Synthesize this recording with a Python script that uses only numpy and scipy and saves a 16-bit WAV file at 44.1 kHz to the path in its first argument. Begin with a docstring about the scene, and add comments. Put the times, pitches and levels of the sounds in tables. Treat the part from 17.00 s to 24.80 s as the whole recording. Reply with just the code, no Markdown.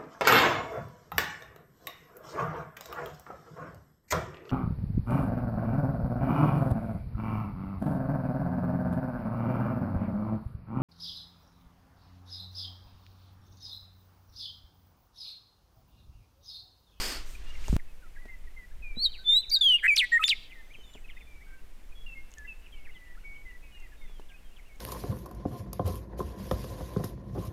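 """Meadowlark in open country

A lark near by sings one fluting phrase: near-sine notes with weak partials that gurgle and tumble. Far
birds, gliding sines, whistle behind it and trail echoes of noise. Wind and air are coloured noise. In a
short first scene cloth swishes (grainy noise) and the hand-held recorder is shoved (dying sines and a
rattle); a hard cut leads to a quieter second scene. A few small knocks and ticks ring close by.
"""
import sys
import numpy as np
from scipy import signal
from scipy.fft import rfft, irfft
from scipy.io import wavfile
from scipy.ndimage import uniform_filter1d

SR = 44100
rng = np.random.default_rng(int(sys.argv[2]) if len(sys.argv) > 2 else 0)


def generate_wav(sig):
    """Save sig (samples, or channels by samples) to the path in sys.argv[1] as 16-bit PCM at SR."""
    pcm = np.round(np.clip(np.atleast_2d(sig).T, -1, 1) * 32767).astype(np.int16)
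    wavfile.write(sys.argv[1], SR, pcm)


def amplitude_ratio(level_db):
    """Convert a level in decibels to the matching linear amplitude (field) ratio."""
    exponent = np.asarray(level_db, float) / 20
    return 10 ** exponent


N = 343980
T = np.arange(N) / SR   # time of every sample, s
CUT_S = .7657   # the first scene ends here

# rumble of the wind on the microphone: f/Hz, relative level per Hz/dB
WIND_COLOUR = [(3.5, -33), (6.0, 4), (22, 0.5), (38, -16.5), (54, -11), (70, -26), (200, -40.5), (260, -64)]
# strength of the wind, one list a scene: t/s, level/dB before a quick random drift
WIND_LEVEL = [
    [(0, -35), (.41, -35.5), (.76, -29)],
    [(.78, -39.5), (2.0, -38.5), (3.2, -46), (4.2, -42), (6.4, -41), (7.8, -45.5)],
]
# hush of the open air: f/Hz, relative level per Hz/dB
AIR_COLOUR = [(53, -32.5), (90, -7), (136, -5), (379, -8.5), (684, -12.5), (1340, -15.5), (2320, -14.5),
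              (4360, -22.5), (15100, -27), (16500, -46)]
AIR_DB = -62.5   # before a slow random drift

# far larks, held notes: start/s, length/s, first f/Hz, last f/Hz, level/dB before fades and twinkle
HELD_NOTES = [(.462, 0.056, 2780, 2860, -56), (.535, 0.036, 2870, 2720, -55.5),
              (.53, 0.058, 1950, 2050, -59.5), (.655, 0.026, 2870, 2730, -50.5),
              (.88, 0.038, 2650, 2600, -61.5), (1.02, .066, 1610, 1276, -61.5),
              (1.162, 0.022, 1640, 1680, -55), (1.18, 0.031, 1950, 1930, -55.5),
              (1.21, 0.1, 2058, 1890, -61.5), (1.28, 0.082, 2120, 2027, -52),
              (1.468, 0.024, 2010, 1880, -56.5), (1.56, 0.1, 2150, 1950, -52.5),
              (1.82, .14, 2600, 2340, -48.5), (2.05, 0.06, 3310, 3110, -50.5),
              (2.185, 0.056, 1505, 1550, -59), (2.31, .056, 2280, 2083, -52),
              (2.51, 0.025, 2360, 2190, -48.5), (2.54, 0.078, 1560, 1585, -57),
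              (3.49, 0.18, 2034, 2057, -60.5), (3.55, 0.071, 1950, 1777, -54),
              (3.76, 0.1, 3200, 3000, -61.5), (3.83, 0.084, 3720, 3500, -61),
              (3.87, 0.17, 3030, 2930, -66.5), (4.04, 0.027, 2680, 2510, -56.5),
              (4.145, 0.16, 3690, 3520, -68.5), (4.167, .022, 2700, 2480, -56),
              (4.265, 0.3, 2407, 2243, -62.5), (4.475, 0.14, 1600, 1550, -62),
              (4.58, .022, 2760, 2740, -62), (4.92, 0.018, 2460, 2450, -52.5),
              (4.95, .11, 3380, 3356, -57.5), (5.06, 0.089, 2810, 2660, -48.5),
              (5.15, .067, 2170, 2133, -48), (5.37, 0.096, 1783, 1707, -50), (5.44, 0.036, 1945, 2045, -54),
              (5.47, 0.079, 2806, 2590, -49.5), (5.72, .036, 3370, 3070, -58),
              (5.73, 0.112, 2355, 2200, -64), (5.886, 0.026, 2400, 2010, -51.5),
              (5.94, .05, 3900, 2900, -64), (6.05, .08, 1840, 1790, -67.5), (5.94, 0.22, 2036, 1950, -58),
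              (6.238, 0.19, 2257, 2240, -50), (6.35, 0.072, 3200, 3000, -70.5),
              (6.52, 0.056, 1990, 1950, -56), (6.62, 0.24, 2580, 2475, -66), (6.63, 0.1, 2340, 2200, -66),
              (6.715, 0.139, 3040, 2716, -59), (7.29, 0.064, 1632, 1595, -63.5),
              (7.335, 0.042, 2535, 2530, -59), (7.44, 0.071, 3270, 3140, -69),
              (7.69, 0.075, 2340, 2196, -60.5)]
FADE_DB = 3.5   # a held note weakens by this much towards its end
# far larks, notes that hold and droop at the end: same columns
DROOPING_NOTES = [(6.45, 0.069, 2055, 1860, -52), (6.82, 0.053, 2150, 1778, -56.5),
                  (6.917, 0.026, 1786, 1550, -57.5), (6.97, .23, 3730, 2850, -69),
                  (7.01, 0.055, 2220, 1880, -58.5)]
# far larks, quick slurs: start/s, first f/Hz, last f/Hz, level/dB before fades and twinkle
QUICK_SLURS = [(.55, 2450, 2050, -41), (.783, 2710, 1700, -56), (1.147, 2600, 1700, -56.5),
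               (1.315, 2490, 2800, -65), (1.705, 1420, 1750, -59), (2.119, 4100, 1973, -54.5),
               (2.419, 3560, 2100, -55.5), (2.691, 1601, 2290, -57.5), (2.77, 3270, 2040, -45.5),
               (3.5, 3370, 1990, -53), (3.69, 1830, 2430, -55), (3.731, 3440, 2230, -54.5),
               (3.93, 4050, 2080, -58.5), (4.05, 2446, 1850, -61), (4.074, 3220, 1900, -55),
               (4.097, 3660, 2500, -56), (4.122, 2350, 1500, -65), (4.163, 1800, 2140, -53),
               (4.198, 3070, 1880, -56), (4.335, 2100, 2500, -59.5), (4.4, 1704, 2250, -60),
               (4.46, 1346, 1623, -59.5), (5.655, 3214, 2255, -56.5), (5.845, 3040, 1600, -56.5),
               (6.145, 1550, 1850, -60), (6.165, 1150, 1550, -60), (6.22, 1150, 1600, -64.5),
               (6.745, 1610, 2150, -63), (6.745, 4220, 3770, -61), (7.285, 3700, 2050, -59),
               (7.56, 3600, 2050, -60)]
PLUNGE_HZ_PER_S, RISE_HZ_PER_S = 33000, 14000   # average pace of a slur
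CHORUS_PER_S, CHORUS_DB = 45.0, -81   # faintest chirp of the second scene, before fades and twinkle
# a far bird repeats an arched chirp: first t/s, period/s, length/s, foot f/Hz, top f/Hz, level/dB before drift
ARCHED_CHIRP = (5.32, .1455, .044, 2150, 2920, -69)
# a small bird's thin rising whistle: t/s, f/Hz, level/dB, before small random wavers
THIN_NOTE = [(3.65, 6030, -85), (3.7, 6290, -77), (3.81, 6290, -81), (3.89, 7200, -69), (3.98, 7180, -71),
             (4.03, 8340, -84)]

# sound scattered back by trees and slopes: delay/s, level per 10 ms of delay/dB, before clumping
SCATTERED_ECHO = [(.004, -12), (.03, -34.5), (.08, -32), (.14, -34), (.21, -49), (.5, -61)]
VALLEY_T60_S, VALLEY_DB = 1.2, -25   # long echo of the far birds; dB per 10 ms of delay, at its start

# colour of rubbed cloth: f/Hz, relative level per Hz/dB
CLOTH_COLOUR = [(120, -14), (220, -2.5), (330, 0.5), (750, -5.5), (1300, -3), (3100, -3), (5000, -8.5),
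                (9300, -9.5), (10000, -19.5), (13600, -12), (16000, -30)]
# strokes of cloth: peak t/s, level/dB, time for the body to fall 20 dB/s, sheen against the body/dB
CLOTH_STROKES = [(0.038, -36, 0.21, 0.5), (.315, -64, 0.1, 12), (.55, -55, 0.33, -11),
                 (.72, -57.5, 0.15, 7)]
SHEEN_STEEPER, STROKE_SHAPE = 1.7, 2.25   # the sheen dies faster than the body; a stroke holds, then lets go
# the hand shoves the recorder: t/s, level at the onset/dB, swing f/Hz
HAND_SHOVES = [(0.697, -14, 42), (0.7283, -12.5, 190), (.74, -13.5, 76), (.743, -10, 5.5), (.763, -18, 215)]
SHOVE_CYCLES = 5.7   # swings in which a shove dies by 60 dB
# knocks on the recorder body: t/s, level/dB, hardness (tilt towards the treble)/dB per octave
BODY_KNOCKS = [(.683, -40.5, 17.5), (1.255, -44, 3), (1.971, -45.5, -18.5), (3.786, -50.5, 2),
               (3.952, -45, 4), (7.097, -51, 7), (7.197, -45, 10)]
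# ringing of the recorder body: f/Hz, level against the knock/dB, time to fall 60 dB/s
BODY_MODES = [(223, -3.5, 0.043), (426, -2, 0.042), (620, -6.5, 0.027), (853, -9.5, 0.016)]
# dry ticks: t/s, level/dB
DRY_TICKS = [(.682, -32.5), (2.59, -45), (2.743, -44.5), (3.939, -50.5), (5.308, -54), (5.317, -46.5),
             (5.339, -40), (5.384, -40), (6.802, -51.5), (7.759, -55)]
# ringing of a tick: f/Hz, level against the tick/dB before chance, time to fall 60 dB/s
TICK_RINGING = [(3500, -13.5, 0.0076), (6613, 3, 0.0044), (7670, -11.5, 0.0073), (12330, -19.5, 0.0054)]

# near lark, one list a whistled note: t/s, f/Hz, level/dB, both before gurgles and unsteady breath
SONG_NOTES = [
    [(1.96, 3850, -57), (1.982, 3955, -38), (2.041, 4593, -25), (2.062, 3830, -19.5), (2.071, 3750, -28)],
    [(2.243, 3530, -52), (2.271, 3510, -28.5), (2.299, 3582, -18.5), (2.334, 3628, -20),
     (2.358, 3830, -21.5), (2.369, 3892, -17.5), (2.398, 4007, -29.5), (2.408, 4030, -33)],
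    [(2.498, 6660, -38.5), (2.507, 4130, -36.5)],
    [(2.516, 4560, -27), (2.53, 4770, -25.5), (2.541, 4763, -19), (2.561, 3860, -23), (2.572, 3730, -22)],
    [(2.613, 3590, -17), (2.631, 3410, -24), (2.652, 3318, -19.5), (2.71, 3012, -20), (2.75, 2832, -20),
     (2.764, 2854, -25.5)],
    [(2.828, 1680, -42), (2.843, 1832, -22.5), (2.869, 1936, -20)],
    [(2.881, 2584, -19), (2.902, 2470, -19), (2.907, 2340, -20), (2.938, 2280, -23.5), (2.944, 2260, -34),
     (2.951, 2470, -33)],
    [(3.121, 1865, -27.5), (3.132, 1888, -19), (3.175, 1842, -20.5), (3.182, 2113, -32)],
    [(3.196, 1320, -31), (3.211, 1254, -31.5), (3.232, 1312, -41.5), (3.238, 2260, -25), (3.242, 3626, -17),
     (3.26, 3473, -33.5), (3.272, 3535, -34)],
]
ATTACK_DB_PER_S, RELEASE_DB_PER_S, LEAD_IN_S = 5000, 1900, .004   # every note opens and dies by these
# gurgled parts: start t/s, end t/s, flutter/Hz, level depth/0-1, pitch swing/share of the pitch
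GURGLED_PARTS = [(2.043, 2.058, 270, 0.5, 0.0094), (2.831, 2.871, 186, 0.2, 0.13),
                 (3.277, 3.298, 290, 0.3, 0.11)]
# dives that rebound into a gurgled fall:
# lowest point t/s, top f/Hz, dive/s, end after the lowest point/s, level at the start of the fall/dB
TUMBLE_NOTES = [(2.973, 6050, .012, .077, -19), (3.285, 5304, 0.0073, 0.048, -20)]
DIVE_TO_HZ, REBOUND_HZ, REBOUND_S, FALL_TO_HZ, FALL_S = 2150, 4540, 0.0051, 1950, .055
TOP_DB, DIVE_DB, BOTTOM_DB, SAG_DB_PER_S = -11, -3.5, -15, 141   # against the start of the fall
# gurgle of the fall: flutter/Hz, level depth/0-1, pitch swing/share of the pitch
TUMBLE_GURGLE = (224, 0.49, .03)
DIVE_RASP = .4   # the voice cracks while it dives: fast random share of the level
CHURN_JITTER = .2   # radians of random slip in the partials while the voice churns
# the windpipe is tuned above the pitch and the octave swells:
# t/s, octave against the fundamental/dB, lead/s, trail/s
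REEDY_SPELLS = [(2.04, -30.5, 0.3, .3), (2.42, -18.5, 0.15, 0.38), (2.968, -8, 0.041, 0.048),
                (3.23, 16, 0.033, 0.014), (3.266, -0.5, 0.029, 0.068)]
PURE_DB = -41   # octave of a well tuned note
# higher partials: f/Hz, level against the voice/dB before reediness, churn and chance
UPPER_PARTIALS = [(5500, -51), (7500, -33.5), (8700, -32), (10300, -40.5), (12300, -38), (15500, -47)]
THIRD_DB = 3.5   # extra level of the third partial
CHURN_DB, CHURN_ROUGH_DB = 4, 0.5   # gurgles and dives lift the higher partials and roughen them


def curve(rows, column=1):
    """One column of a table, joined by straight lines in time."""
    rows = np.array(rows)
    return np.interp(T, rows[:, 0], rows[:, column])


def noise(colour):
    """Noise filtered to the given colour, rms 1."""
    hz = np.fft.rfftfreq(N, 1 / SR) + 1   # 1 Hz up, so that the logarithm exists
    table_hz, table_db = np.transpose(colour)
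    db = np.interp(np.log(hz), np.log(table_hz), table_db, left=-99, right=-99)
    x = irfft(rfft(rng.standard_normal(N)) * amplitude_ratio(db), N)
    return x / x.std()


def drift(per_s):
    """Random values, per_s of them a second, joined by lines; spread about 1."""
    knots = rng.standard_normal(int(N / SR * per_s) + 2)
    return np.interp(T * per_s, np.arange(len(knots)), knots)


def sine(pitch):
    """Sine of rms 1 that follows a changing pitch by adding up its cycles."""
    return np.sqrt(2) * np.sin(2 * np.pi * np.cumsum(pitch) / SR)


def band(x, order, edges_hz, kind):
    """Keeps one range of frequencies."""
    return signal.sosfilt(signal.butter(order, edges_hz, kind, fs=SR, output="sos"), x)


def ring(s, db, hz, t60):
    """A struck body swings as a decaying sine, set off at time s."""
    age = np.maximum(T - s, 0)
    return amplitude_ratio(db - 60 * age / t60) * np.sin(2 * np.pi * hz * age)


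def air():
    """Steady hush: coloured noise with a slow drift of level."""
    return amplitude_ratio(AIR_DB + .5 * drift(1.7)) * noise(AIR_COLOUR)


def wind(first_scene):
    """Light wind rumbles on the microphone: low noise that swells and sinks, with a jump at the cut."""
    level_db = np.where(first_scene, curve(WIND_LEVEL[0]), curve(WIND_LEVEL[1]))
    return amplitude_ratio(level_db + 0.62 * drift(11.0)) * noise(WIND_COLOUR)


def whistles(rows, edge_s, twinkle_db, waver, settle=1.3, fade_db=0):
    """Pure gliding notes, plunges gurgling; the level twinkles on the long way through moving air."""
    out, unsteady = np.zeros(N), 1 + waver * drift(45)
    for start, length, first_hz, last_hz, db in rows:
        at = slice(int(start * SR), min(int((start + length) * SR), N))
        age = T[at] - start
        # settle above 1 glides fastest at first, below 1 fastest at the end
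        pitch = last_hz + (first_hz - last_hz) * np.clip(1 - age / length, 0, 1) ** settle
        gain = np.clip(np.minimum(age, length - age) / edge_s, 0, 1)
        gain *= amplitude_ratio(-fade_db * (age / length) ** 2)
        plunge = np.clip((first_hz - last_hz) / length / 30000, 0, 1)   # steeper falls gurgle more
        gain *= 1 + .85 * plunge * np.cos(2 * np.pi * 190 * age)
        out[at] += amplitude_ratio(db) * gain * sine(pitch * unsteady[at])
    return out * amplitude_ratio(twinkle_db * drift(90))


def chorus():
    """Random faint short chirps: most fall in pitch, some rise."""
    draw = rng.random((320, 5))
    start = np.cumsum(-np.log(draw[:, 0])) / CHORUS_PER_S   # random gaps
    first_hz = 1600 + 1500 * draw[:, 1]
    length = 0.014 + 0.015 * draw[:, 3] ** 3
    last_hz = first_hz * np.exp((0.43 * draw[:, 2] - .3) * .03 / length)
    rows = np.c_[start, length, first_hz, last_hz, CHORUS_DB + 8 * draw[:, 4]]
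    return whistles(rows[start < N / SR], edge_s=0.0046, twinkle_db=4.5, waver=0.037)


def arched_chirps():
    """A sine goes up and down again in one quick breath, at an even pace."""
    first, period, length, foot_hz, top_hz, db = ARCHED_CHIRP
    progress = np.clip((T - first) % period / length, 0, 1)
    arch = np.sin(np.pi * progress)
    pitch = foot_hz + (top_hz - foot_hz) * np.sqrt(arch.clip(0))
    pitch *= 1 + .03 * drift(12)   # no two are quite alike
    gain = (T > first) * np.clip(4 * arch, 0, 1) * amplitude_ratio(db + 4.5 * drift(7))
    return gain * sine(pitch)


def thin_whistle():
    """A wavering sine high above the larks."""
    on = (T > THIN_NOTE[0][0]) & (T < THIN_NOTE[-1][0])
    pitch = curve(THIN_NOTE) * (1 + 0.00616 * drift(60))
    return on * amplitude_ratio(curve(THIN_NOTE, column=2) + 2.6 * drift(70)) * sine(pitch)


def far_larks():
    """Held notes, drooping notes and slurs; a slur lasts as long as its pace needs."""
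    slurs = []
    for start, first_hz, last_hz, db in QUICK_SLURS:
        pace = PLUNGE_HZ_PER_S if first_hz > last_hz else RISE_HZ_PER_S
        slurs.append((start, abs(first_hz - last_hz) / pace, first_hz, last_hz, db))
    out = whistles(HELD_NOTES, edge_s=.008, twinkle_db=3.0, waver=.007, settle=2.3, fade_db=FADE_DB)
    out += whistles(DROOPING_NOTES, edge_s=.005, twinkle_db=2.0, waver=.005, settle=.45)
    return out + whistles(slurs, edge_s=.013, twinkle_db=4.5, waver=.012, settle=1.5)


def landscape(x):
    """Countless small echoes, as noise in clumps, tree by tree; they favour the middle treble."""
    delay = T[:SR // 2]
    envelope = amplitude_ratio(np.interp(delay, *np.transpose(SCATTERED_ECHO), left=-120))
    envelope *= amplitude_ratio(3 * drift(110)[:len(delay)])   # clumps
    echoes = envelope * rng.standard_normal(len(delay)) / np.sqrt(.01 * SR)
    return signal.fftconvolve(band(x, 1, [2500, 6000], "band"), echoes)[:N]


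def valley(x):
    """Distant slopes return a long dying blur: echoes of fading noise."""
    delay = T[:SR]
    envelope = amplitude_ratio(VALLEY_DB - 60 * delay / VALLEY_T60_S)
    echoes = envelope * rng.standard_normal(SR) / np.sqrt(.01 * SR)
    return signal.fftconvolve(x, echoes)[:N]


def cloth():
    """Fibres rubbing: grainy noise, strokes dull or bright; a firm stroke makes the weave sing."""
    rub = noise(CLOTH_COLOUR) * amplitude_ratio(1.0 * drift(200))
    body, sheen = np.zeros(N), np.zeros(N)
    for s, db, width, sheen_db in CLOTH_STROKES:
        fall_db = 20 * (abs(T - s) / width) ** STROKE_SHAPE
        body += amplitude_ratio(db - fall_db)
        sheen += amplitude_ratio(db + sheen_db - SHEEN_STEEPER * fall_db)
    weave = band(rub, 2, [4300, 5350], "band")
    firmness = np.clip((20 * np.log10(body + 1e-9) + 54) / 6, 0, 1.7)
    rub = rub + weave * firmness
    low, high = band(rub, 4, 6000, "low"), band(rub, 4, 6000, "high")
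    return (body * low + sheen * high) / rub.std()


def handling(first_scene):
    """Shoves and knocks ring with a short noisy rattle, ticks just ring; the cut ends the shoves."""
    out = np.zeros(N)
    grit = noise([(250, 10), (1200, -13), (9000, -22.0)])

    def rattle(s, db):
        """Grit shaken loose: a dying burst of noise."""
        return amplitude_ratio(db - 60 * np.maximum(T - s, 0) / 0.067) * (T > s) * grit

    for s, db, hz in HAND_SHOVES:
        shake = rattle(s, db - 23) * hz / 400   # quick shoves rattle most
        out += (ring(s, db, hz, SHOVE_CYCLES / hz) + shake) * first_scene
    for s, db, hard_db in BODY_KNOCKS:
        for hz, mode_db, t60 in BODY_MODES:
            tilt_db = hard_db * np.log2(hz / BODY_MODES[1][0])   # no tilt at the second mode
            out += ring(s, db + mode_db + tilt_db, hz, t60)
        out += rattle(s, db - 8.5 + 0.3 * hard_db)
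    for s, db in DRY_TICKS:
        for hz, mode_db, t60 in TICK_RINGING:
            out += ring(s, db + mode_db + rng.normal(0, 1.6), hz, t60)
    return out


def tumble(bottom, top_hz, dive, end, db):
    """Pitch dives, rebounds and falls; returns rows (t/s, f/Hz, level/dB), one a millisecond."""
    age = np.arange(-dive, end, 1 / 1000)
    down = DIVE_TO_HZ + (top_hz - DIVE_TO_HZ) * np.sin(np.pi / 2 * age / dive) ** 2
    up = DIVE_TO_HZ + (REBOUND_HZ - DIVE_TO_HZ) * np.sin(np.pi / 2 * age / REBOUND_S) ** 2
    fall_left = np.clip(1 - (age - REBOUND_S) / FALL_S, 0, 1)
    fall = FALL_TO_HZ + (REBOUND_HZ - FALL_TO_HZ) * fall_left ** 1.8
    pitch = np.where(age < 0, down, np.where(age < REBOUND_S, up, fall))
    loud = 1.5 * REBOUND_S   # loudest moment
    level_db = np.interp(age, [-dive, -.4 * dive, 0, loud, end],
                         [TOP_DB, DIVE_DB, BOTTOM_DB, 0, -SAG_DB_PER_S * (end - loud)])
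    return np.c_[bottom + age, pitch, db + level_db]


def lark():
    """Near-sine whistle with weak partials; gurgles flutter level and pitch together."""
    pitch, level_db = np.zeros(N), np.zeros(N)
    notes = sorted(SONG_NOTES + [tumble(*row) for row in TUMBLE_NOTES], key=lambda note: note[0][0])
    for k, note in enumerate(notes):   # each note takes over shortly before it opens
        start, end = note[0][0], note[-1][0]
        now = (T > start - LEAD_IN_S) | (k == 0)
        edges_db = ATTACK_DB_PER_S * np.maximum(start - T, 0) + RELEASE_DB_PER_S * np.maximum(T - end, 0)
        pitch[now] = curve(note)[now]
        level_db[now] = (curve(note, column=2) - edges_db)[now]
    gain = uniform_filter1d(amplitude_ratio(level_db), size=45)   # rounds the corners

    churn = np.zeros(N)   # 1 where the voice is rough
    gurgles = list(GURGLED_PARTS)
    for s, _, dive, end, _ in TUMBLE_NOTES:
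        churn[(T > s - .7 * dive) & (T < s + 2 * REBOUND_S)] = 1
        gurgles.append((s + REBOUND_S, s + end + .01, *TUMBLE_GURGLE))
    gain *= 1 + DIVE_RASP * churn * drift(2500)
    for start, end, per_s, depth, swing in gurgles:
        on = np.clip(np.minimum(T - start, end - T) / 0.0028, 0, 1)
        beat = np.cos(2 * np.pi * per_s * (T - start) + .5 * drift(60))
        beat *= 1 + .2 * drift(140)   # uneven beats
        gain *= 1 + on * depth * (beat - .2)
        pitch *= 1 + on * swing * beat
        churn = np.maximum(churn, on)
    gain *= amplitude_ratio(.5 * drift(150))   # air pressure is never quite even

    phase = 2 * np.pi * np.cumsum(pitch) / SR
    spells = [np.interp(T, [s - lead, s, s + trail], [PURE_DB, db, PURE_DB])
              for s, db, lead, trail in REEDY_SPELLS]
    octave_db = np.max(spells, axis=0)
    voice = np.sin(phase) + amplitude_ratio(octave_db) * np.sin(2 * phase)
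    shaken = phase + CHURN_JITTER * (churn + .2) * drift(1400)
    for multiple in range(3, 13):   # the beak passes them by their own height, more so in a reedy tone
        db = np.interp(multiple * pitch, *np.transpose(UPPER_PARTIALS)) + 0.38 * (octave_db + 29.5)
        db += 5.5 * drift(28) + 4 * drift(120)   # each partial comes and goes on its own
        db += THIRD_DB * (multiple == 3) + churn * (CHURN_DB + CHURN_ROUGH_DB * drift(900))
        voice += amplitude_ratio(db) * np.sin(multiple * shaken) * (multiple * pitch < .4 * SR)
    return np.sqrt(2) * gain * voice


def scene():
    """Birds in their landscape, air, wind and handling; far birds carry more echo."""
    first_scene = T < CUT_S
    near = lark()
    far = far_larks() + thin_whistle() + arched_chirps()
    far += chorus() * amplitude_ratio(9 * first_scene)   # the chorus is louder before the cut
    birds = near + far + landscape(near + amplitude_ratio(2.5) * far) + valley(far)
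    mix = birds + wind(first_scene) + air() + first_scene * cloth() + handling(first_scene)
    return mix[None]   # one channel


def top_cut(x):
    """Nothing passes above the cut-off."""
    return signal.sosfilt(signal.butter(12, 16640, fs=SR, output="sos"), x)


def record(dry):
    """The finished mix as it is stored."""
    return top_cut(dry)


dry = scene()
out = record(dry)
generate_wav(out)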